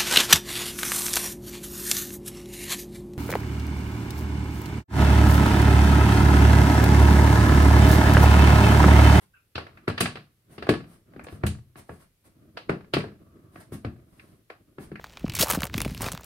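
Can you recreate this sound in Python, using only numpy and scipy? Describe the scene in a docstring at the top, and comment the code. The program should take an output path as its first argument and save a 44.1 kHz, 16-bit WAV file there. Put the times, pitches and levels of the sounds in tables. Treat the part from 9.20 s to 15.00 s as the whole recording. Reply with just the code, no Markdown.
"""Thuds, clacks and rattles of a wheeled walker pushed over a door sill and along a wooden floor.
Wheels and shoes bump the boards; the loose casters and the tube frame clatter and ring.
A wheel whines faintly, soles and trousers brush, and the tyres rumble softly with each push,
all in a small wooden room."""
import sys
import numpy as np
from scipy import signal
from scipy.fft import rfft, irfft
from scipy.io import wavfile
from scipy.ndimage import uniform_filter1d

SR = 44100
rng = np.random.default_rng(int(sys.argv[2]) if len(sys.argv) > 2 else 0)


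def digitize_waveform(pressure):
    """Quantize a signal to 16-bit integers and store it at the path in sys.argv[1].

    Rows of a 2-D input are taken as channels; values are limited to [-1, 1].
    """
    field = np.atleast_2d(pressure).T
    bounded = np.clip(field, -1, 1)
    quanta = np.round(bounded * 32767).astype(np.int16)
    wavfile.write(sys.argv[1], SR, quanta)


N = 255760
RING_SAMPLES = 18432
AGE_S = np.arange(RING_SAMPLES) / SR

# Boards and the space under them. Each row: frequency in Hz, level in dB.
BOARD_MODES = [(60, -11), (83, -0.5), (103, -3), (125, -11), (146, -5), (178, -9.5), (205, -2.5), (242, -1),
               (275, -3), (305, -2.5), (342, -2.5), (380, -7), (422, -5.5), (452, -0.5), (495, -20),
               (585, -8)]
# Frame tubes, damped by hands, bag and tyres. Each row: frequency in Hz, level in dB.
TUBE_MODES = [(779, -5), (1120, 0), (1356, -8), (1614, -7), (1705, 2), (2203, -10.5), (2512, -2.5),
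              (2657, 3), (2896, -6.5), (3162, -1.5), (3510, -11), (4050, -4), (4660, -0.5)]


def walker(tube_t60_s=0.21, graze_db=-23, graze_lead_s=0.0044):
    """A bump shakes boards and frame, then the casters rebound; rattles and ticks skip the boards."""
    # Wheels and shoes landing. Each row: time in seconds, thud in dB, stiffness of the spot 0-1,
    # caster clack in dB, frame looseness 0-1.
    bumps = [(0.354, -38, 0.1, -38, 1), (0.379, -48.5, 0.77, -33, 0.5), (0.678, -28.5, 0.49, -27, 0.42),
             (0.806, -28.5, 0.5, -26, 0.9), (0.955, -49, 0.56, -43.5, 0.82), (1.38, -46, 0.69, -46, 0.74),
             (1.424, -45.5, .5, -37, 0.55), (1.4901, -21.5, 0.87, -22, 0.62), (1.962, -47, 0.68, -55, 0.4),
             (2.125, -42.5, 0, -55, 0.4), (2.2355, -23, 0.01, -29, 0.11), (2.556, -53, 0.22, -51.5, 0.48),
             (2.693, -44, 0.6, -40.5, 0), (3.4941, -29.5, 0.96, -26.5, 0.28),
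             (3.736, -31, 0.4, -25.5, 0.87), (3.767, -28, 0.78, -29, 0.33), (3.84, -45.5, 1, -40.5, 0),
             (4.358, -57.5, 0.38, -48, 0.31), (4.521, -37.5, 0.34, -52, .1),
             (4.647, -32.5, 0.22, -37.5, 0.38), (5.583, -43, 0.69, -46, .25), (5.716, -41.5, 0.6, -51, 0.4)]
    # Casters falling back. Each row: delay in seconds, dB relative to the bump's clack.
    rebounds = [(.113, -29), (.15, -34)]
    # Play in casters, brakes and hinges. Each row: time in seconds, clack in dB,
    # tilt in dB per octave, frame looseness 0-1.
    rattles = [(0.466, -47.5, 1.5, 0.5), (0.572, -52.5, 9, 0.42), (0.697, -37.5, -0.5, .7),
               (0.778, -33, 5, 0.83), (0.856, -29.5, 6, .7), (0.97, -44, 5, .5), (1.468, -36.5, -1.5, .25),
               (1.537, -34, 1.5, 0.57), (1.935, -56.5, -3, 0.3), (1.994, -44.5, 5, 0.16),
               (2.044, -51.5, 4, .35), (2.067, -44.5, -7, 0.48), (2.084, -47.5, 2.5, .55),
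               (2.265, -39.5, 12, 1.0), (3.371, -38, 1.5, 0.73), (3.804, -39.5, 6, 0.6),
               (4.995, -52, 18.5, 0.58), (5.3, -42, 3, 0.39), (5.756, -44, 15, 0.33),
               (5.795, -44.5, -2, .15)]
    # Bright ticks of fittings and a shoe. Each row: time in seconds, level in dB.
    ticks = [(0.68, -51), (0.805, -28), (1.492, -43), (2.038, -57), (2.264, -37.5), (3.736, -45),
             (3.785, -55)]
    # Board decay. Each row: frequency in Hz, T60 in seconds.
    board_t60 = [(80, .25), (200, .28), (330, .24), (600, .19)]
    # Spectra of a joint snap and a bright tick, including the microphone's 9 kHz lift.
    # Each row: frequency in Hz, gain in dB.
    snap_spectrum = [(1200, -32.5), (2200, -5), (2800, 4.5), (3500, -1), (4200, 0.5), (5000, -5),
                     (5900, -17.5), (8000, -44), (15000, -49.5)]
    tick_spectrum = [(2500, -24.5), (4200, -16), (5600, -3.5), (7000, -2), (8000, 0.5), (9100, 5),
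                     (10500, -1), (13000, -5.5), (15800, -10)]
    floor, frame = np.zeros((2, 2, N))
    boards = modes([(hz, db, lookup(board_t60, hz)) for hz, db in BOARD_MODES])
    tubes = modes([(hz, db, tube_t60_s) for hz, db in TUBE_MODES])
    snap_filter, tick_filter = colour(snap_spectrum), colour(tick_spectrum)
    parts = snap_filter, tick_filter, tubes
    spots = [room() for _ in range(12)]  # echoes vary along the floor
    for k, (s, thud_db, stiffness, clack_db, looseness) in enumerate(bumps):
        echoes = spots[k % len(spots)]
        add(floor, s, gain_of(thud_db) * board_bump(stiffness, boards, echoes))
        add(frame, s, clatter(clack_db, parts, echoes, looseness, tilt_db_oct=lerp(-2, 5, looseness)))
        for delay_s, drop_db in rebounds:
            rebound = clatter(clack_db + drop_db, parts, echoes, looseness=0.43, tilt_db_oct=3.5)
            add(frame, s + delay_s, rebound)
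    for k, (s, clack_db, tilt_db_oct, looseness) in enumerate(rattles):
        add(frame, s, clatter(clack_db, parts, spots[-k % len(spots)], looseness, tilt_db_oct))
    for (s, db), echoes in zip(ticks, spots):
        add(frame, s, gain_of(db) * bright_tick(tick_filter, echoes))
    # Loose parts graze just before they meet: a faint early copy, sides swapped.
    lead = int(graze_lead_s * SR)
    graze = gain_of(graze_db) * np.pad(frame[::-1, lead:], ((0, 0), (0, lead)))
    return floor + frame + graze


def board_bump(stiffness, boards, echoes):
    """Springy spots between joists thud; stiff spots answer higher and knock more. Slightly left."""
    thud_hz, knock_hz = lerp(107.7, 184, stiffness), lerp(337, 375.7, stiffness)
    knock_db = lerp(-8.5, 6.5, stiffness)
    thud = unit_rms(flex(thud_hz, boards, echoes, cycles=0.9, ring_db=3, wet_db=-5.5), size=1764)
    knock = unit_rms(flex(knock_hz, boards, echoes, cycles=0.84, ring_db=-6, wet_db=-12.5), size=1100)
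    return lean_left(thud, db=0.73) + gain_of(knock_db) * lean_left(knock, db=2)


def flex(hz, boards, echoes, cycles, ring_db, wet_db, reach_oct=0.74, scatter_db=4):
    """A blow swings the wood for a few cycles and wakes the board modes near its pitch."""
    turns = hz * AGE_S
    swing = -np.sin(2 * np.pi * turns) * (turns / cycles * np.exp(1 - turns / cycles)) ** 2
    octaves = np.log2(np.transpose(BOARD_MODES)[0] / hz)
    weights = np.exp(-(octaves / reach_oct) ** 2 / 2)
    weights *= gain_of(scatter_db * rng.standard_normal(len(BOARD_MODES)))
    phases = np.exp(2j * np.pi * rng.random(len(BOARD_MODES)))
    ring = (weights * phases @ boards).real * (1 - np.exp(-(turns / 2) ** 2))
    ring *= np.linalg.norm(swing) / np.linalg.norm(ring)
    return swing + gain_of(ring_db) * ring + gain_of(wet_db) * convolve(swing, echoes)


def clatter(clack_db, parts, echoes, looseness, tilt_db_oct, tubes_db=-11.5):
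    """Wheel clacks, joint snaps, fitting ticks, tubes ring; slack adds snap, tick and longer chatter."""
    # Plastic wheel spectrum. Each row: frequency in Hz, gain in dB.
    wheel_spectrum = [(100, -42.5), (300, 5), (520, 4.5), (720, 6), (920, -1), (1300, 2), (1800, -2),
                      (2400, -7.5), (3100, -25), (6000, -66.5)]
    snap_filter, tick_filter, tubes = parts
    snap_db = clack_db + lerp(-25.5, 1.5, looseness)
    tick_db = clack_db + lerp(-33, -23, looseness)
    wheel = colour([(hz, db + tilt_db_oct * np.clip(np.log2(hz / 1300), -1, 1))
                    for hz, db in wheel_spectrum])
    clack = chatter(wheel, echoes, contact_s=lerp(0.002, 0.004, looseness), wet_db=-4)
    snap = chatter(snap_filter, echoes, contact_s=lerp(0.002, 0.0055, looseness), wet_db=-1)
    tick = bright_tick(tick_filter, echoes)
    # The clack drives the low tube modes, the snap the high ones.
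    drive_db = np.interp(np.transpose(TUBE_MODES)[0], [2000, 3000], [clack_db, snap_db])
    phases = np.exp(2j * np.pi * rng.random((2, len(TUBE_MODES))))
    ring = (gain_of(drive_db + tubes_db) * phases @ tubes).real
    return gain_of(clack_db) * clack + gain_of(snap_db) * snap + gain_of(tick_db) * tick + ring


def bright_tick(tick_filter, echoes):
    """Brief treble burst of a fitting or shoe."""
    return chatter(tick_filter, echoes, contact_s=0.005, wet_db=0.83)


def chatter(body, echoes, contact_s, wet_db):
    """Loose parts touch many times in milliseconds; the body colours the burst, the room prolongs it."""
    age = AGE_S[:2048] / contact_s
    contacts = grains(2048, spread_db=0.5) * np.sqrt(age) * np.exp(-age)
    burst = signal.fftconvolve(contacts, body[None], axes=1)
    tail = convolve(echoes, body)
    sound = gain_of(wet_db) * tail / np.linalg.norm(tail)
    add(sound, 0, burst / np.linalg.norm(burst))
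    return unit_rms(sound, size=882)


def tyres(coast_tau_s=0.12, lumps_db=3.5):
    """Tyres drum on uneven grain and hiss on fine dust; each push speeds up, then coasts."""
    # Each row: start, end and ramp time in seconds, full-speed rumble and grit in dB.
    pushes = [(0.355, 0.876, 0.23, -57, -64), (1.228, 1.704, 0.094, -58.5, -73.5),
              (1.853, 2.185, 0.14, -48.5, -64.5), (3.007, 5.08, 0.15, -56.5, -74.5),
              (5.242, 5.81, 0.81, -53, -71)]
    # Rolling spectra. Each row: frequency in Hz, gain in dB.
    rumble_spectrum = [(25, -30), (55, -1), (100, 3.5), (180, 0), (330, -1.5), (480, -13.5), (650, -12),
                       (900, -38), (2000, -49)]
    grit_spectrum = [(400, -9.5), (800, -8.5), (1200, 5.5), (1800, -3), (3000, -10.5), (4800, -17),
                     (6500, -26.5), (15000, -38.5)]
    t = np.arange(N) / SR
    rumble_gain, grit_gain = np.zeros((2, N))
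    for start_s, end_s, ramp_s, rumble_db, grit_db in pushes:
        speed = np.clip((t - start_s) / ramp_s, 0, 1) * np.exp(-np.maximum(t - end_s, 0) / coast_tau_s)
        rumble_gain += gain_of(rumble_db) * speed
        grit_gain += gain_of(grit_db) * speed
    lumps = unit_rms(uniform_filter1d(uniform_filter1d(rng.standard_normal(N), size=900), size=400))
    rumble = rumble_gain * unit_rms(convolve(diffuse(N), colour(rumble_spectrum, size=8192)))
    grit = grit_gain * unit_rms(convolve(diffuse(N), colour(grit_spectrum)))
    return (rumble + grit) * gain_of(lumps_db * lumps)


def brushes(wet_db=3):
    """Each slide of sole or cloth is a soft swell of friction grains."""
    # Each row: start in seconds, length in seconds, level in dB.
    slides = [(0, 0.046, -63.5), (1.288, .09, -60.5), (1.656, 0.12, -63), (2.076, 0.099, -60),
              (2.559, 0.046, -52.5), (2.65, .15, -65), (2.782, .06, -61.5), (3.036, 0.043, -62.5),
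              (4.305, 0.13, -64.5), (4.396, 0.023, -53.5), (4.517, 0.034, -48), (4.848, 0.35, -69),
              (5.586, 0.074, -55.5)]
    # Spectrum of a soft scuff, including the microphone's 7 kHz dip and 9 kHz lift.
    # Each row: frequency in Hz, gain in dB.
    scuff_spectrum = [(300, 4), (1500, -0.5), (3000, -9), (5000, -11.5), (7200, -15.5), (9200, -4),
                      (11500, -8), (15800, -16)]
    out = np.zeros((2, N))
    for start_s, length_s, db in slides:
        size = int(length_s * SR)
        scuff = unit_rms(convolve(grains(size, spread_db=2.5), colour(scuff_spectrum)))
        add(out, start_s, gain_of(db) * scuff * np.sqrt(np.hanning(size)))
    return out + gain_of(wet_db) * convolve(out, room())


def sinking_tones(width_hz=280, pitch_sag=0.094, wet_db=1):
    """Short sinking tones of narrowband noise: a frame ping, a faint wheel whine and a shoe scuff."""
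    # Each row: start in seconds, length in seconds, starting pitch in Hz, level in dB.
    tones = [(0.132, .05, 1523, -63.5), (.135, .05, 2717, -69), (4.012, 0.38, 1240, -75),
             (4.351, 0.051, 1780, -58)]
    out = np.zeros((2, N))
    pole = np.exp(-np.pi * width_hz / SR)
    for start_s, length_s, hz, db in tones:
        size = int(length_s * SR)
        noise = rng.standard_normal((2, size)) + 1j * rng.standard_normal((2, size))
        flutter = signal.lfilter([1], [1, -2 * pole, pole * pole], noise)
        glide_hz = np.linspace(hz, hz * (1 - pitch_sag), size)
        tone = (flutter * np.exp(2j * np.pi * np.cumsum(glide_hz) / SR)).real
        add(out, start_s, gain_of(db) * unit_rms(tone) * signal.windows.tukey(size, 0.3))
    return out + gain_of(wet_db) * convolve(out, room())


def room(build_s=0.0015):
    """Impulse response: dense echoes build quickly and die band by band."""
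    # Room decay. Each row: frequency in Hz, T60 in seconds.
    room_t60 = [(80, 0.57), (300, .28), (700, 0.23), (1800, 0.21), (4500, 0.27), (9000, 0.24), (15000, 0.1)]
    hz, t, bands = signal.stft(diffuse(RING_SAMPLES), SR, nperseg=256)
    decay = gain_of(-60 * t / lookup(room_t60, hz)[:, None])
    tail = signal.istft(bands * decay, SR, nperseg=256)[1][:, :RING_SAMPLES]
    tail *= 1 - np.exp(-AGE_S / build_s)
    return tail / np.linalg.norm(tail[0])


def hush(level_db=-69):
    """Still air of the house and microphone hiss."""
    # Each row: frequency in Hz, gain in dB.
    hush_spectrum = [(20, -12), (50, -3), (105, 3.5), (200, -10.5), (450, -14), (900, -23), (2000, -20),
                     (4000, -22.5), (7000, -25.5), (9200, -23), (12000, -19), (15800, -27.5)]
    return gain_of(level_db) * unit_rms(convolve(diffuse(N), colour(hush_spectrum, size=8192)))


def diffuse(size):
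    """Noise from all sides: left and right alike in the bass, unrelated in the treble."""
    # Each row: frequency in Hz, left-right correlation 0-1.
    correlation = [(100, 0.95), (300, 0.88), (600, 0.44), (1200, 0.17), (2500, 0.039), (15000, 0.0099)]
    a, b = rfft(rng.standard_normal((2, size)))
    alike = lookup(correlation, np.fft.rfftfreq(size, 1 / SR))
    mid, side = a * np.sqrt((1 + alike) / 2), b * np.sqrt((1 - alike) / 2)
    return irfft(np.array([mid + side, mid - side]), size)


def grains(size, spread_db):
    """Noise in which a few tiny contacts stand out."""
    return diffuse(size) * gain_of(spread_db * np.minimum(rng.exponential(1, size), 5))


def modes(table):
    """One decaying complex tone per row."""
    hz, db, t60_s = np.transpose(table)[:, :, None]
    return gain_of(db - 60 * AGE_S / t60_s) * np.exp(2j * np.pi * hz * AGE_S)


def colour(spectrum, size=2048):
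    """Minimum-phase impulse response with the given spectrum."""
    log_gain = np.log(gain_of(lookup(spectrum, abs(np.fft.fftfreq(size, 1 / SR)))))
    return np.fft.ifft(np.exp(signal.hilbert(log_gain).conj())).real


def lookup(table, hz):
    """Interpolates on a log-frequency axis."""
    table_hz, values = np.transpose(table)
    return np.interp(np.log(hz + 1), np.log(table_hz + 1), values)


def convolve(x, response):
    """Convolves, keeping the length of x."""
    return signal.fftconvolve(np.atleast_2d(x), np.atleast_2d(response), axes=1)[:, :x.shape[-1]]


def add(mix, start_s, sound):
    """Mixes in a stereo sound."""
    part = mix[:, round(start_s * SR):][:, :sound.shape[1]]
    part += sound[:, :part.shape[1]]


def lean_left(x, db):
    """Left up, right down by db."""
    return x * gain_of([[db], [-db]])


def unit_rms(x, size=None):
    """Scales to rms 1 over the first size samples."""
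    return x / np.sqrt(np.mean(x[..., :size] ** 2) + 1e-20)


def gain_of(db):
    """Decibels to amplitude."""
    return 10 ** (np.asarray(db) / 20)


def lerp(a, b, share):
    """Linear blend from a to b."""
    return a + share * (b - a)


def scene():
    """Walker, feet and room together."""
    return walker() + sinking_tones() + brushes() + tyres() + hush()


def record(dry):
    """Low-pass at 15850 Hz."""
    lowpass = signal.firwin(511, 15850, window=("kaiser", 9), fs=SR)
    return signal.oaconvolve(dry, lowpass[None], "same")


dry = scene()
out = record(dry)
digitize_waveform(out)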